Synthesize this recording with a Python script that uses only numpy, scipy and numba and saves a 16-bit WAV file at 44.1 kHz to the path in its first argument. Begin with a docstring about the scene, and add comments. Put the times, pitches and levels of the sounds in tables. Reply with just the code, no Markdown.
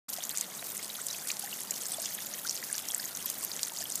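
"""Meltwater running and splashing over a lump of ice, outdoors, one microphone close to the ice.
After a moment of silence the stream is there, rushing softly further off over a faint low drone.
Up close, countless tiny bubbles fizz with the surges of the flow, drops splat on the ice, and trapped
bubbles ring for a few cycles, most chirping upwards. The drone grows over the first two seconds;
the low rush dips briefly just before the end."""
import sys
import numpy as np
from scipy import signal
from scipy.fft import rfft, irfft
from scipy.io import wavfile
from numba import njit

SR = 44100
rng = np.random.default_rng(int(sys.argv[2]) if len(sys.argv) > 2 else 0)


def generate_wav(signal):
    """Clip the signal to [-1, 1] and save it as 16-bit WAV at the path in sys.argv[1]."""
    frames = np.transpose(np.atleast_2d(signal))
    scaled = np.clip(frames, -1, 1) * 32767
    pcm = np.round(scaled).astype(np.int16)
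    wavfile.write(sys.argv[1], SR, pcm)


N = 176400
TOP_HZ = 15200

# Surges of the flow, as relative levels of the fizz: time_s, middle_db, treble_db, top_db
FLOW_SURGES = [(0.09, -53.5, -48, -46), (0.14, -48.5, -48, -42), (0.2, -44.5, -44.5, -50),
               (0.27, -53.0, -49, -45.5), (0.43, -44.5, -42, -54), (0.5, -52, -45.5, -52),
               (0.67, -50, -45, -44), (0.735, -48, -51, -46.5), (0.84, -47, -42.5, -52),
               (0.94, -48.5, -47.5, -47), (1.06, -53, -42.5, -44.5), (1.13, -49, -44, -50),
               (1.25, -46, -41, -44.5), (1.33, -49, -47, -51), (1.55, -48, -40.5, -43.5),
               (1.68, -55, -50, -53), (1.77, -48, -40.5, -46), (1.89, -50.5, -43, -46),
               (1.93, -46, -38, -46), (1.98, -48, -45.5, -50), (2.03, -42.5, -37.5, -51),
               (2.14, -50.5, -44, -44), (2.18, -41.5, -47, -46.0), (2.22, -48, -40, -45),
               (2.28, -50, -45, -47), (2.34, -44.5, -41.5, -44), (2.43, -50, -51, -43),
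               (2.49, -52.5, -41, -48), (2.6, -45, -46, -48), (2.65, -47, -44.5, -44.5),
               (2.76, -44.5, -45, -47), (2.85, -44.5, -48, -50), (2.93, -50.5, -45, -44.5),
               (3.24, -46, -46, -47.5), (3.43, -49, -43, -44.5), (3.5, -48.5, -46, -49),
               (3.62, -46, -42, -47), (3.74, -59, -47.5, -51), (3.79, -45.5, -42.5, -47),
               (4.0, -55.5, -41.5, -50)]


def from_db(db):
    """Decibels to gain."""
    return 10 ** (np.asarray(db) / 20)


def rms_one(x):
    """Scale to an rms of 1."""
    return x / np.sqrt(np.mean(x ** 2) + 1e-20)


def in_time(rows):
    """Each column of a curve at every sample."""
    times, *columns = np.transpose(rows)
    return [np.interp(np.arange(N) / SR, times, column) for column in columns]


def at_hz(points, hz):
    """Read a spectrum on a log-frequency axis."""
    points_hz, db = np.transpose(points)
    return np.interp(np.log(hz + 1e-9), np.log(points_hz), db)


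def add(out, start_s, sound):
    """Mix a sound in at a time."""
    first = max(int(start_s * SR), 0)
    part = out[first:first + len(sound)]
    part += sound[:len(part)]


def band(x, low_hz, high_hz):
    """Gentle band-pass."""
    edges_hz = [low_hz, min(high_hz, SR / 2 - 1000)]
    return signal.sosfilt(signal.butter(2, edges_hz, "band", fs=SR, output="sos"), x)


def wobble(period_s):
    """A random curve with a new value every period; rms 1."""
    return rms_one(np.interp(np.arange(N) / SR / period_s, np.arange(N), rng.standard_normal(N)))


def drone():
    """A faint low drone in the background: a narrow band of noise."""
    # Growth of the drone: time_s, gain_db
    growth = [(0, -10), (1.0, -7), (1.9, -2), (4, -1.5)]
    centre_hz, half_width_hz = 97.6, 5.9
    hz = np.arange(N // 2 + 1) * SR / N
    hum = irfft(rfft(rng.standard_normal(N)) / (1 + ((hz - centre_hz) / half_width_hz) ** 2), N)
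    return from_db(-71.5 + in_time(growth)[0]) * rms_one(hum)


def stream():
    """The smooth rush of water further off, its hiss surging a little with the flow."""
    # Spectrum of the stream: frequency_hz, density_db
    colour = [(25, -29), (60, -29), (82, -19), (115, -6), (150, 1.5), (200, 3.5), (280, -0.5), (430, -2),
              (660, -0.5), (950, -5), (1400, -5.5), (1950, -6.5), (2600, -11.5), (3500, -13.5),
              (6700, -7.5), (10000, -6), (15000, -7)]
    # Swell of the low rush: time_s, gain_db
    rush_levels = [(0.25, -2.5), (0.55, 1), (1.12, -2), (1.7, 0), (2.0, -0.5), (2.7, -1), (3.25, 0.5),
                   (3.58, 1), (3.71, -4.5), (3.85, 1)]
    hz = np.arange(N // 2 + 1) * SR / N
    water = rms_one(irfft(rfft(rng.standard_normal(N)) * from_db(at_hz(colour, hz)), N))
    hiss = irfft(rfft(water) * hz ** 2 / (hz ** 2 + 2500 ** 2), N)
    rush = irfft(rfft(water) / (1 + (hz / 450) ** 4), N)
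    treble_db = in_time(FLOW_SURGES)[1]
    surge = from_db(0.33 * (treble_db - treble_db.mean()))   # a third of the fizz's treble swing
    swell = from_db(in_time(rush_levels)[0])
    return from_db(-46) * (water + (surge - 1) * hiss + (swell - 1) * rush)


@njit
def chirps(starts_s, peaks, pitches_hz, swells_s, rises, waver):
    """Each bubble is a sine that swells, dies away and rises in pitch as it nears the surface."""
    out = np.zeros(N)
    for k in range(len(starts_s)):
        first, phase = max(int(starts_s[k] * SR), 0), 0.
        for i in range(min(int(6 * swells_s[k] * SR), N - first)):
            age = i / (swells_s[k] * SR)   # 1 at the bubble's loudest
            hz = pitches_hz[k] * (1 + rises[k] * (age - 1) + waver[first + i])
            phase += 2 * np.pi * min(hz, .45 * SR) / SR
            envelope = (age * np.exp(1 - age)) ** 2
            out[first + i] += peaks[k] * envelope * np.sin(phase)
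    return out


def pitch_waver():
    """The fast waver of ringing bubbles, as a share of their pitch."""
    return 0.05 * wobble(period_s=.0004)


def swarm(low_hz, high_hz, count, cycles, rise, spread_db):
    """Small bubbles ring at random moments, with random strengths and pitches; rms 1."""
    # Spectrum of the fizz: frequency_hz, density_db
    colour = [(1300, -15), (1900, 0.5), (2600, -8), (3200, 2), (4000, -7), (4700, 1), (5400, -7),
              (6700, 5.5), (7400, -8), (8600, 4), (9700, -11), (12500, -6), (15300, -13)]
    when, pitch, strength, length, glide, sign = rng.random((count, 6)).T
    hz = low_hz + (high_hz - low_hz) * pitch
    strength_db = spread_db * np.minimum(-np.log(1 - strength), 2.8)   # many weak, a few strong
    peaks = from_db(strength_db + at_hz(colour, hz)) * np.sqrt(hz) * np.sign(sign - .5)
    swells_s = cycles * 2 ** (2 * length - 1) / hz
    return rms_one(chirps(when * N / SR, peaks, hz, swells_s, rise * glide, pitch_waver()))


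def patter(low_hz, high_hz, count, decay_s, spread_db):
    """Fine droplets tick on the ice, each a tiny burst of noise; rms 1."""
    when, strength = rng.random((count, 2)).T
    hits = np.zeros(N)
    hits[(when * N).astype(int)] = from_db(spread_db * np.minimum(-np.log(1 - strength), 3))
    envelope = signal.lfilter([1], [1, -np.exp(-1 / (decay_s * SR))], hits + 1e-18)
    return rms_one(band(envelope * rng.standard_normal(N), low_hz, high_hz))


def fizz():
    """Over a steady gurgle, ever smaller bubbles and dry droplet ticks surge and spurt with the flow."""
    gurgle = swarm(487, 1419, count=700, cycles=2.83, rise=0.13, spread_db=1)
    trickle = swarm(1416, 4060, count=3200, cycles=2.4, rise=0.16, spread_db=5)
    sizzle = swarm(4160, 9170, count=3600, cycles=2.94, rise=0.11, spread_db=4.5)
    mist = swarm(10100, 14700, count=1800, cycles=2.5, rise=0.058, spread_db=3)
    clicks = patter(3400, 8600, count=450, decay_s=.0004, spread_db=3)
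    ticks = patter(5160, TOP_HZ, count=380, decay_s=.0018, spread_db=4.5)
    middle_db, treble_db, top_db = in_time(FLOW_SURGES)
    middle = from_db(middle_db - 5.5) * trickle
    treble = from_db(treble_db - 2.5) * sizzle + from_db(treble_db - 10) * clicks
    top = from_db(top_db - 2.5) * mist + from_db(top_db - 2) * ticks
    spurts = from_db(2 * wobble(period_s=.011))
    return from_db(-59) * gurgle + spurts * (middle + treble + top)


def splats():
    """Each drop bursts on the ice in a short crack, followed by a thin spray."""
    # Drops hitting the ice: start_s, relative_level_db, centre_hz
    drops = [(0.0919, -26.5, 5750), (0.164, -25, 6500), (0.1744, -26, 7500), (0.251, -26, 9000),
             (0.2931, -25, 11500), (0.3737, -22.5, 9800), (0.3825, -26, 7500), (0.4104, -21.5, 8500),
             (0.6687, -24.5, 8200), (0.7505, -32, 8500), (0.7777, -24.5, 9800), (0.828, -27, 7200),
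             (0.845, -27, 5960), (1.0664, -25, 10000), (1.2728, -24, 7500), (1.3024, -24, 9000),
             (1.3952, -24, 9800), (1.444, -31, 8000), (1.7081, -21, 8300), (1.835, -26, 7200),
             (2.4688, -26, 6760), (2.5102, -27.5, 7000), (2.5755, -27, 5500), (2.6384, -25.5, 9500),
             (2.8815, -30.5, 7040), (2.9453, -22, 12000), (3.1716, -24, 8500), (3.2595, -20, 12100),
             (3.3, -22, 9000), (3.4381, -25.5, 12700), (3.4487, -19.5, 10100), (3.593, -25.5, 6000),
             (3.6314, -18.5, 7750), (3.7632, -29, 7500), (3.9013, -25, 7500), (3.9557, -21, 8400)]
    attack_s, crack_decay_s, spray_decay_s = .0002, .00053, .0042
    width = 1.65   # band edge over centre
    out, t = np.zeros(N), np.arange(SR // 25) / SR
    crack = np.exp(-t / crack_decay_s)
    spray = from_db(-15.5) * np.exp(-t / spray_decay_s)
    envelope = np.minimum(t / attack_s, 1) * (crack + spray)
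    for start_s, level_db, centre_hz in drops:
        noise = rms_one(band(rng.standard_normal(len(t)), centre_hz / width, centre_hz * width))
        add(out, start_s, from_db(level_db + 0.5) * envelope * noise)
    return out


def bubbles():
    """Single trapped bubbles ring close to the microphone: the plinks and pips that stand out."""
    # Clear bubbles: start_s, peak_db, pitch_hz, swell_s, rise_share (of the pitch, per swell time)
    plinks = [(0.1019, -18, 13000, 0.00018, 0.061), (0.1295, -36, 4350, 0.0012, 0.05),
              (0.1832, -35.5, 706, 0.004, 0.071), (0.205, -35.5, 3100, 0.0011, 0.052),
              (0.2235, -35, 3560, 0.001, 0.1), (0.2374, -22.5, 6360, 0.0008, 0.26),
              (0.2932, -18, 8340, 0.00024, 0), (0.2981, -31.5, 3370, 0.0008, 0.11),
              (0.312, -32.5, 4200, 0.0019, 0.071), (0.343, -41, 1360, 0.0021, 0),
              (0.3738, -14, 7600, 0.0003, 0.1), (0.377, -39, 2230, 0.0014, 0.15),
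              (0.383, -21.5, 6900, 0.00084, 0.38), (0.4113, -13, 7460, 0.00022, 0.15),
              (0.4423, -34.5, 3250, 0.0013, 0.35), (0.593, -35, 3910, 0.0016, 0),
              (0.624, -41, 656, 0.003, 0.035), (0.6254, -32, 1720, 0.00075, 0.59),
              (0.7027, -21, 14000, 0.00027, 0.13), (0.7507, -27, 8500, 0.00024, 0.053),
              (0.768, -24.5, 8550, 0.00093, 0.13), (0.792, -39.5, 2120, 0.0021, 0.017),
              (0.8992, -30.5, 3670, 0.0016, 0.11), (0.9515, -33, 3560, 0.0014, 0.15),
              (0.987, -38, 1364, 0.0041, 0.15), (1.0161, -23.5, 8250, 0.00062, 0.023),
              (1.0665, -21.5, 7800, 0.00098, 0.18), (1.0847, -23.5, 5700, 0.00058, 0.48),
              (1.0996, -34, 3830, 0.0029, 0.062), (1.1095, -27, 5600, 0.0012, 0.054),
              (1.1438, -38.5, 2820, 0.004, 0.23), (1.3, -28, 2420, 0.0023, 0.27),
              (1.3037, -24.5, 4270, 0.0012, 0.065), (1.3154, -21.5, 6180, 0.001, 0.22),
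              (1.3687, -25.5, 5500, 0.00047, 0.65), (1.3946, -24, 11020, 0.00079, 0.026),
              (1.435, -39, 797, 0.0065, 0.0066), (1.472, -39.5, 1730, 0.0025, 0.1),
              (1.5275, -30.5, 2840, 0.0017, 0.045), (1.6061, -20, 9600, 0.00018, 0.15),
              (1.709, -19, 6650, 0.00059, 0.046), (1.7199, -33, 2340, 0.0006, 0.41),
              (1.856, -20.5, 6440, 0.00024, 0), (1.8656, -23, 8100, 0.00049, 0.08),
              (1.9194, -19, 8600, 0.00043, 0), (1.9435, -33.5, 3420, 0.0013, 0.008),
              (1.9823, -34.5, 636, 0.0044, 0.014), (2.019, -21, 13190, 0.00019, 0.069),
              (2.1488, -23.5, 8200, 0.00077, 0.35), (2.1874, -33, 1830, 0.0013, 0.22),
              (2.2613, -22, 13190, 0.00019, 0), (2.338, -24.5, 6050, 0.0008, 0.1),
              (2.4473, -36.5, 1430, 0.0054, 0.12), (2.4687, -33, 4300, 0.0014, 0.21),
              (2.4753, -24, 5600, 0.0007, 0.26), (2.488, -26, 5300, 0.0006, 0.1),
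              (2.4946, -18, 5370, 0.00089, 0.21), (2.51, -16.5, 6950, 0.00015, 0),
              (2.5456, -25, 11900, 0.00037, 0.052), (2.5652, -25, 4270, 0.00038, 0.15),
              (2.6271, -30.5, 1900, 0.0012, 0.047), (2.6976, -38, 1626, 0.0032, 0.063),
              (2.7276, -18, 8470, 0.00073, 0.18), (2.743, -27, 4770, 0.00047, 0),
              (2.744, -40.5, 1660, 0.006, 0.02), (2.7522, -23.5, 5800, 0.00052, 0.067),
              (2.7809, -15, 5600, 0.00019, 0.36), (2.7925, -34, 3150, 0.00052, 0.29),
              (2.8858, -24.5, 6100, 0.00055, 0.16), (2.9025, -29.5, 3280, 0.0017, 0.14),
              (2.9106, -24, 8400, 0.00065, 0.21), (2.9191, -22.5, 5830, 0.00029, 0.45),
              (2.9373, -36, 1710, 0.0015, 0.29), (2.9468, -11, 7600, 0.00029, 0.025),
              (2.9603, -38, 1820, 0.0012, 0.08), (2.9796, -23, 11020, 0.00058, 0.38),
              (2.995, -37, 1715, 0.0029, 0.079), (2.999, -25.5, 4960, 0.00057, 0),
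              (3.0553, -23.5, 6800, 0.00079, 0), (3.1502, -26, 5730, 0.0009, 0.35),
              (3.2437, -42, 1010, 0.0038, 0), (3.2578, -16.5, 13100, 0.0003, 0),
              (3.3007, -22.5, 7640, 0.00084, 0.48), (3.3838, -23, 13900, 0.00029, 0),
              (3.4269, -43.5, 1106, 0.0044, 0.00066), (3.4377, -20.5, 8200, 0.00038, 0.034),
              (3.4481, -18, 11900, 0.00034, 0.13), (3.5161, -22.5, 4770, 0.00039, 0.017),
              (3.5354, -28, 6100, 0.00055, 0.08), (3.5644, -23, 6300, 0.00062, 0.25),
              (3.593, -25, 2770, 0.00042, 0.35), (3.6317, -19, 5220, 0.00053, 0.28),
              (3.6495, -25.5, 6450, 0.00062, 0.004), (3.6827, -23, 9100, 0.00037, 0),
              (3.6966, -30.5, 3200, 0.00056, 0.36), (3.716, -44, 876, 0.00449, 0.031),
              (3.772, -26, 4930, 0.00071, 0.16), (3.7874, -22, 6900, 0.00035, 0.011),
              (3.8054, -38.5, 660, 0.0033, 0), (3.8235, -38, 1760, 0.00232, 0.036),
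              (3.84, -22, 13190, 0.0003, 0), (3.8548, -31, 3230, 0.0013, 0.08),
              (3.8979, -26, 9210, 0.00032, 0), (3.9214, -22.5, 6500, 0.00093, 0.2),
              (3.9563, -23, 7800, 0.0009, 0.33), (3.9763, -27, 7900, 0.00057, 0)]
    start_s, peak_db, pitch_hz, swell_s, rise_share = np.array(plinks, float).T.copy()
    return chirps(start_s, from_db(peak_db), pitch_hz, swell_s, rise_share, pitch_waver())


def off_the_ice(direct):
    """Add early reflections from ice and running water, changing with the ripples."""
    decay_s, lowest_hz = .0034, 1760   # the small faces return no lows
    delays_s = np.linspace(.0008, .012, 14) + rng.uniform(0, .0007, 14)
    gains = np.exp(-delays_s / decay_s)
    echoes = np.zeros(N)
    for delay_s, gain in zip(delays_s, gains / np.linalg.norm(gains)):
        add(echoes, delay_s, gain * wobble(period_s=.006) * direct)
    return direct + from_db(-6.5) * band(echoes, lowest_hz, TOP_HZ)


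def scene():
    """Water on the ice up close, the stream and the drone behind; mono."""
    close_water = off_the_ice(bubbles() + splats() + fizz())
    return (close_water + stream() + drone())[None]


def record(dry):
    """The microphone opens after a moment of silence; the top is cut steeply."""
    silence_s, fade_s = .083, .003
    fade_in = np.clip((np.arange(N) / SR - silence_s) / fade_s, 0, 1)
    low_pass = signal.ellip(10, .2, 80, TOP_HZ, fs=SR, output="sos")
    return signal.sosfilt(low_pass, dry * fade_in)


dry = scene()
out = record(dry)
generate_wav(out)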